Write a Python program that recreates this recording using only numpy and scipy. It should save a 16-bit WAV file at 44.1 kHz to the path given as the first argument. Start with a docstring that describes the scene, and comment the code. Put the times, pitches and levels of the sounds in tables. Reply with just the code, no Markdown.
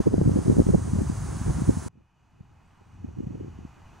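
"""Beside a pond, a stereo microphone out in the wind; two views joined by a hard cut.
From the start gusts buffet the microphone with a low rumble and soft bumps. Behind them lie a distant
outdoor rush, a high hiss and trills like far insects, and a thin whine like a small motor close by.
At about 1.9 s comes the cut to a much quieter view, which slowly fades up; one more gust passes
just after 3 s."""
import sys
import numpy as np
from scipy import signal
from scipy.fft import rfft, irfft, next_fast_len
from scipy.io import wavfile
from scipy.ndimage import map_coordinates

SR = 44100
rng = np.random.default_rng(int(sys.argv[2]) if len(sys.argv) > 2 else 0)


def wav_out(sig):
    """Save sig, one row per channel (or a flat mono array), as 16-bit PCM at SR to the path in sys.argv[1]."""
    wavfile.write(sys.argv[1], SR, np.round(np.clip(np.atleast_2d(sig).T, -1, 1) * 32767).astype(np.int16))


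N = 176400
CUT_S = 1.884

# How alike the background is at the two ports. Each row: frequency in Hz, likeness from -1 to 1.
AIR_LIKENESS = [(300, 1), (1200, 0.77), (3000, 0.96), (6000, 0.63), (11000, 0.27)]


def amp(db):
    """Decibels to gain."""
    return 10 ** (np.asarray(db) / 20)


def unit(x):
    """Scale to rms 1."""
    return x / np.sqrt(np.mean(x ** 2) + 1e-20)


def pan(db):
    """Stereo gains that put the left db above the right."""
    return amp([[db / 2], [-db / 2]])


def along(points, hz):
    """Read (Hz, value) points on a log axis."""
    freqs, values = np.transpose(points)
    return np.interp(np.log(hz + 1), np.log(freqs + 1), values)


def curves(rows):
    """One value per sample for each column after the time."""
    times, *columns = np.transpose(rows)
    return [np.interp(np.arange(N) / SR, times, column) for column in columns]


def wobble(rate):
    """A smooth random curve, rate knots a second."""
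    return map_coordinates(rng.standard_normal(size=1024), [np.arange(N) * rate / SR], mode="wrap")


def filtered(x, response):
    """Shape the spectrum of x by a gain that depends on frequency."""
    size = next_fast_len(N + SR // 4)
    return irfft(rfft(x, size) * response(np.fft.rfftfreq(size, 1 / SR)), size)[..., :N]


def noise(spectrum, likeness, pan_db, right_first=0):
    """Coloured stereo noise with a mid of rms 1; right_first (0-1) is how steadily the right leads."""
    def mid_side_gains(hz):
        angle = np.arccos(np.clip(along(likeness, hz), -.95, .995)) / 2
        return amp(along(spectrum, hz)) * [np.cos(angle), np.sin(angle)]

    mid, side = rng.standard_normal((2, N))
    side = np.sqrt(1 - right_first ** 2) * side + right_first * signal.hilbert(mid).imag
    mid, side = filtered(np.array([mid, side]), mid_side_gains)
    return np.array([mid + side, mid - side]) / mid.std() * pan(pan_db)


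def buffeting(gusts, rumble_db, flutter_db, lumpy_db, pan_db, right_first):
    """Wind on the microphone: a rumble common to both ports and a lumpy flutter rocking between them."""
    # Colour of the wind. Each row: frequency in Hz, relative level in dB.
    rumble_spectrum = [(27, -62.5), (42, -4.5), (90, 2), (150, -4), (230, -12), (400, -26.5), (900, -59),
                       (2000, -120)]
    flutter_spectrum = [(60, -49.5), (150, 0), (240, -2.5), (340, -2), (480, -12), (700, -23.5),
                        (1200, -39), (3000, -120)]
    # How alike it is at the two ports. Each row: frequency in Hz, likeness (negative: opposite phase).
    rumble_likeness = [(30, 0.72), (70, 0.94), (120, 1), (230, 0.35)]
    flutter_likeness = [(130, -0.0063), (230, -1.1), (420, -0.58)]
    low_db, high_db = curves(gusts)
    lumps = unit(amp(lumpy_db * wobble(90)))
    rumble = noise(rumble_spectrum, rumble_likeness, pan_db, right_first)
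    flutter = noise(flutter_spectrum, flutter_likeness, pan_db - 2.0, right_first)
    flutter_gain = amp(np.minimum(high_db + flutter_db, -25.5))  # stronger eddies come as single bumps
    return amp(low_db + rumble_db) * rumble + flutter_gain * lumps * flutter


def bumps():
    """Each eddy is a pressure swing of a cycle or two that reaches one port just before the other."""
    # Each row: time in seconds, peak in dB, pitch in Hz, side (+ left first), half width in cycles.
    eddies = [(.004, -6, 234, -0.88, 0.32), (0.074, -11, 280, -1.1, 0.71), (0.136, -13, 252, -0.43, 0.32),
              (.142, -5.5, 346, -0.66, 0.37), (0.182, -7.5, 260, 0.9, 0.31), (0.192, -15, 150, 0.39, 0.75),
              (.215, -7, 350, 0.58, 0.34), (.221, -13.5, 163, 0.83, 0.38), (0.262, -10.5, 185, -0.93, 0.46),
              (0.277, -8, 237, -1.15, 0.43), (.285, -12.5, 128, -0.51, 0.57), (0.295, -7, 270, 0.74, 0.28),
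              (.318, -14, 174, 1, 0.56), (0.362, -7.5, 210, -0.8, 0.54), (.371, -20, 274, -1.26, 0.82),
              (0.39, -11, 268, -0.84, 0.5), (0.459, -20.5, 166, -1.3, 0.33), (.482, -7, 262, -0.75, 0.46),
              (0.5, -2.5, 260, 1, 0.45), (0.512, -12, 200, 0.7, 0.24), (.527, -13, 260, 0.92, 0.43),
              (.569, -10.5, 290, 0.78, 0.39), (0.584, -14, 243, -0.93, 0.47), (.595, -5.5, 313, 0.88, 0.35),
              (0.602, -1, 222, -0.57, 0.32), (.620, -12.5, 304, 0.48, 0.25), (.668, -9.5, 224, -1.05, 0.34),
              (0.704, -8.5, 205, -1.22, 0.48), (.747, -4, 390, -.73, .45), (.754, -6, 201, -0.77, 0.34),
              (0.936, -10.5, 165, -0.86, 0.35), (.957, -16.5, 185, -0.83, 0.52),
              (0.988, -12.5, 252, -0.84, 0.45), (1.019, -11.5, 207, 0.79, 0.37),
              (1.1, -10.5, 181, -0.96, 0.33), (1.371, -23.5, 198, -0.68, 0.38),
              (1.416, -17.5, 142, -0.65, 0.3), (1.497, -10.5, 100, -.8, 0.51),
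              (1.587, -17, 229, 0.93, 0.57), (1.621, -12.5, 225, 0.89, 0.42), (1.679, -16.5, 202, -1, 0.49),
              (1.695, -2, 255, -0.93, 0.43), (1.773, -15.5, 183, -1.04, 0.42), (1.956, -45, 200, -.3, 0.32),
              (1.977, -47.5, 200, 0.093, 0.66), (2.41, -33.5, 142, -1.1, 0.53),
              (3.047, -23, 250, -1.02, 0.81), (3.189, -21.5, 180, -1.36, 0.5),
              (3.206, -19, 290, -0.84, 0.64), (3.236, -31.5, 217, -1.1, 0.71),
              (3.272, -19.5, 151, -0.71, 0.51), (3.308, -28.5, 251, -0.55, 0.55),
              (3.348, -29.5, 210, -0.63, 0.71), (3.411, -25, 330, -0.67, 0.83),
              (3.447, -25, 220, -0.51, 0.27), (3.483, -29.5, 285, -0.8, 0.4), (3.59, -29, 211, -0.6, 0.31),
              (3.652, -26, 200, -0.58, 0.38)]
    port_lag_s = 0.0014
    t, out = np.arange(N) / SR, np.zeros((2, N))
    for time_s, db, hz, side, width in eddies:
        phase = rng.uniform(0, 2 * np.pi)
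        near = np.abs(t - time_s) < .03
        cycles = hz * (t[near] - time_s + side * port_lag_s * np.array([[.5], [-.5]]))
        out[:, near] += amp(db) * np.cos(2 * np.pi * cycles + phase) / np.cosh(cycles / width) ** 2
    return out


def background(air, rush_spectrum, hiss_spectrum, rush_db, hiss_db):
    """The distant rush of the outdoors and a high, even hiss."""
    low_db, treble_db = curves(air)
    rush = amp(low_db + rush_db + 0.17 * wobble(6.6)) * noise(rush_spectrum, AIR_LIKENESS, pan_db=-1.0)
    hiss = amp(treble_db + hiss_db) * noise(hiss_spectrum, AIR_LIKENESS, pan_db=1.5)
    return rush + hiss


def whine(air, harmonics, sidebands, rotation_hz, spacing_hz, level_db, pan_db):
    """High harmonics of a small motor close by, each with two sidebands; every line wavers on its own."""
    _, treble_db = curves(air)
    drifting_time = np.cumsum(1 + .0005 * wobble(6)) / SR
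    out = np.zeros(N)
    for harmonic in range(14, 39):
        for offset_hz, spectrum in ((0, harmonics), (-spacing_hz, sidebands), (spacing_hz, sidebands)):
            hz = harmonic * rotation_hz + offset_hz
            knots_db = along(spectrum, hz) + 1.8 * rng.standard_normal(12)
            waver = np.interp(np.arange(N), np.linspace(0, N, len(knots_db)), amp(knots_db))
            out += waver * np.sin(2 * np.pi * (hz * drifting_time + rng.random()))
    return amp(treble_db + level_db) * unit(out) * pan(pan_db)


def swelling_partials(pan_db):
    """The strongest partials of the whine; each swells, wanders a little and sinks back."""
    # Each row: pitch in Hz, rms at the peak in dB, time of the peak and half length in seconds.
    partials = [(4822, -70.5, 1, 1.3), (5388, -70.5, 1, 1.2), (5954, -70, .6, .6), (6632, -69, 1.2, .8),
                (6363, -68, 1, .9), (6524, -70, 1, .9), (6831, -68, 1.65, .5), (7304, -69, 1.3, .6),
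                (7360, -63, 1.75, .25), (7930, -66, 1.55, .45), (8226, -61, .72, .35),
                (8506, -62.5, 1.4, .6), (8791, -69, .7, .5), (9061, -60.5, 1.54, .22)]
    t, out = np.arange(N) / SR, np.zeros(N)
    for hz, db, peak_s, half_s in partials:
        swell = amp(db + 1.5 * wobble(1.7)) / np.sqrt(1 + ((t - peak_s) / half_s) ** 4)
        drifting_time = np.cumsum(1 + .0005 * wobble(11)) / SR
        out += swell * np.sqrt(2) * np.sin(2 * np.pi * hz * drifting_time)
    return out * pan(pan_db)


def sizzle(air, level_db):
    """A narrow, very high band of noise that follows the level of the treble."""
    # Each row: frequency in Hz, relative level in dB.
    spectrum = [(10200, -60), (10570, -20), (10660, 2), (10750, -4), (10920, -19), (11500, -60)]
    _, treble_db = curves(air)
    return amp(treble_db + level_db) * noise(spectrum, AIR_LIKENESS, pan_db=-3.0)


def squeal(air, hz=15734, level_db=-27.5):
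    """A faint, steady tone at the edge of hearing, as from electronics."""
    _, treble_db = curves(air)
    return amp(treble_db + level_db) * np.sin(2 * np.pi * hz * np.arange(N) / SR)


def trills(bands, rise_db_per_s, fade_s=0.084):
    """Sharp-edged bands of far ringing, like choruses of insects; they may climb towards the end."""
    t, out = np.arange(N) / SR, np.zeros(N)
    for start, end, hz, width, db in bands:
        ringing = unit(filtered(rng.standard_normal(N), lambda f: 1 / (1 + ((f - hz) / width) ** 12)))
        fade = np.clip(np.minimum(t - start, end - t) / fade_s, 0, 1)
        out += amp(db) * ringing * fade
    return out * amp(rise_db_per_s * (t - t[-1]))


def scene():
    """The gusty view of the pond, then a hard cut to the quiet one."""
    # Wind at the microphone. Each row: time in seconds, relative rumble and flutter levels in dB.
    gusty_wind = [(0.0, -26.5, -20.5), (0.04, -44, -75), (0.072, -35, -25), (0.104, -27, -48.5),
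                  (0.136, -39, -26.5), (0.182, -28, -45.5), (0.402, -28.5, -34), (0.434, -39.5, -54),
                  (0.496, -20.5, -33.5), (0.544, -31.5, -47.5), (0.602, -23, -28), (0.638, -30.5, -61),
                  (0.696, -27, -29), (0.726, -29, -48), (0.742, -27.5, -31), (0.81, -32, -51),
                  (1.026, -27.5, -42.5), (1.056, -31, -54), (1.444, -33, -53), (1.502, -18, -38.5),
                  (1.518, -30, -56), (1.586, -30, -46.5), (1.664, -33.5, -54), (1.696, -20, -28),
                  (1.738, -30.5, -53.5), (1.88, -42, -51.5)]
    quiet_wind = [(1.9, -58, -95), (1.92, -68, -79), (1.99, -55, -58), (2.07, -73, -91),
                  (2.33, -63.5, -77.5), (2.41, -65, -62), (2.44, -58, -74), (2.78, -65, -76),
                  (3.01, -46.5, -72), (3.04, -45, -52.5), (3.15, -48, -55.5), (3.2, -44.5, -41),
                  (3.39, -42.5, -50.5), (3.41, -42.5, -41.5), (3.53, -46, -58), (3.67, -50, -59),
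                  (3.69, -57.5, -71), (4.0, -58.5, -67.5)]
    # The air behind it. Each row: time in seconds, relative rush and treble levels in dB.
    gusty_air = [(0.04, -51, -54.5), (0.1, -55.5, -57), (0.486, -50.5, -49), (0.814, -53, -51),
                 (1.564, -48.5, -48.5), (1.86, -52, -48.5)]
    quiet_air = [(1.92, -75.5, -99), (2.13, -73.5, -99), (2.2, -71.5, -93.5), (2.72, -65, -90.5),
                 (3.21, -63, -82.5), (3.8, -60, -83.5), (4.0, -59, -80.5)]
    # Colour of the far rush and hiss and the near whine. Each row: frequency in Hz, relative level in dB.
    gusty_rush = [(100, -7.5), (400, -15), (700, -1), (1000, 0), (1600, -7), (2300, -15.5), (3300, -19),
                  (5000, -22.5), (11000, -28), (15500, -42)]
    quiet_rush = [(100, 10), (300, -1.5), (520, -9.5), (800, 2), (1200, -2.5), (2200, -12), (2750, -15),
                  (3700, -20), (6000, -24), (15500, -37)]
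    gusty_hiss = [(2500, -37), (4000, -12.5), (5200, -8.5), (6400, -2.5), (7800, -4.5), (9000, -7),
                  (10400, -8.5), (11300, -19.5), (13000, -23), (15500, -37)]
    quiet_hiss = [(2500, -21), (4300, -19), (5200, -5), (6300, 8), (8000, 7), (9500, 0), (12000, -7),
                  (15500, -24)]
    gusty_harmonics = [(3900, -0.5), (4800, -13), (6300, 2.5), (7400, 2.5), (8250, 1.5), (9350, 4),
                       (9900, -7.5), (10800, 3)]
    quiet_harmonics = [(3900, -8), (4600, 9), (5300, -4), (5800, 11.5), (6750, 9), (8000, -3), (9000, -12)]
    gusty_sidebands = [(3900, -11), (4700, -1), (5200, -7.5), (6300, 7.5), (7600, -4), (8700, -4.5),
                       (10800, -15)]
    quiet_sidebands = [(3900, -23), (4550, -9), (5300, -12), (5800, 1), (6600, -2.5), (7600, -9),
                       (9000, -14)]
    # Far ringing. Each row: start and end in seconds, centre and half width in Hz, relative level in dB.
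    gusty_trills = [(.33, .98, 8800, 480, -61.5)]
    quiet_trills = [(1.85, 4.1, 2500, 135, -73.5), (1.85, 4.1, 2545, 25, -77.5),
                    (1.85, 4.1, 2915, 125, -76), (1.85, 4.1, 2891, 20, -81), (2.56, 3.02, 8080, 100, -81),
                    (2.85, 3.7, 6250, 600, -78)]

    gusty = buffeting(gusty_wind, rumble_db=0.34, flutter_db=3.5, lumpy_db=5.0,
                      pan_db=0.33, right_first=0.92)
    gusty += background(gusty_air, gusty_rush, gusty_hiss, rush_db=3.5, hiss_db=-6.0)
    gusty += whine(gusty_air, gusty_harmonics, gusty_sidebands, rotation_hz=283.55, spacing_hz=110,
                   level_db=-6.0, pan_db=-3.5)
    gusty += swelling_partials(pan_db=-3.5) + trills(gusty_trills, rise_db_per_s=0)
    gusty += sizzle(gusty_air, level_db=-12.5) + squeal(gusty_air)

    quiet = buffeting(quiet_wind, rumble_db=2.5, flutter_db=-2.5, lumpy_db=7.5,
                      pan_db=0.5, right_first=0.73)
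    quiet += background(quiet_air, quiet_rush, quiet_hiss, rush_db=5.0, hiss_db=-0.5)
    quiet += whine(quiet_air, quiet_harmonics, quiet_sidebands, rotation_hz=232.0, spacing_hz=85,
                   level_db=7.0, pan_db=-1.5)
    quiet += trills(quiet_trills, rise_db_per_s=6) + squeal(quiet_air)
    return np.where(np.arange(N) / SR < CUT_S, gusty, quiet) + bumps()


def record(dry):
    """The sound fades in over a few milliseconds; the camera keeps nothing above its band limit."""
    fade_in_s, top_hz = .004, 15800
    fade_in = np.minimum(np.arange(N) / SR / fade_in_s, 1)
    return filtered(dry * fade_in, lambda hz: hz < top_hz)


dry = scene()
out = record(dry)
wav_out(out)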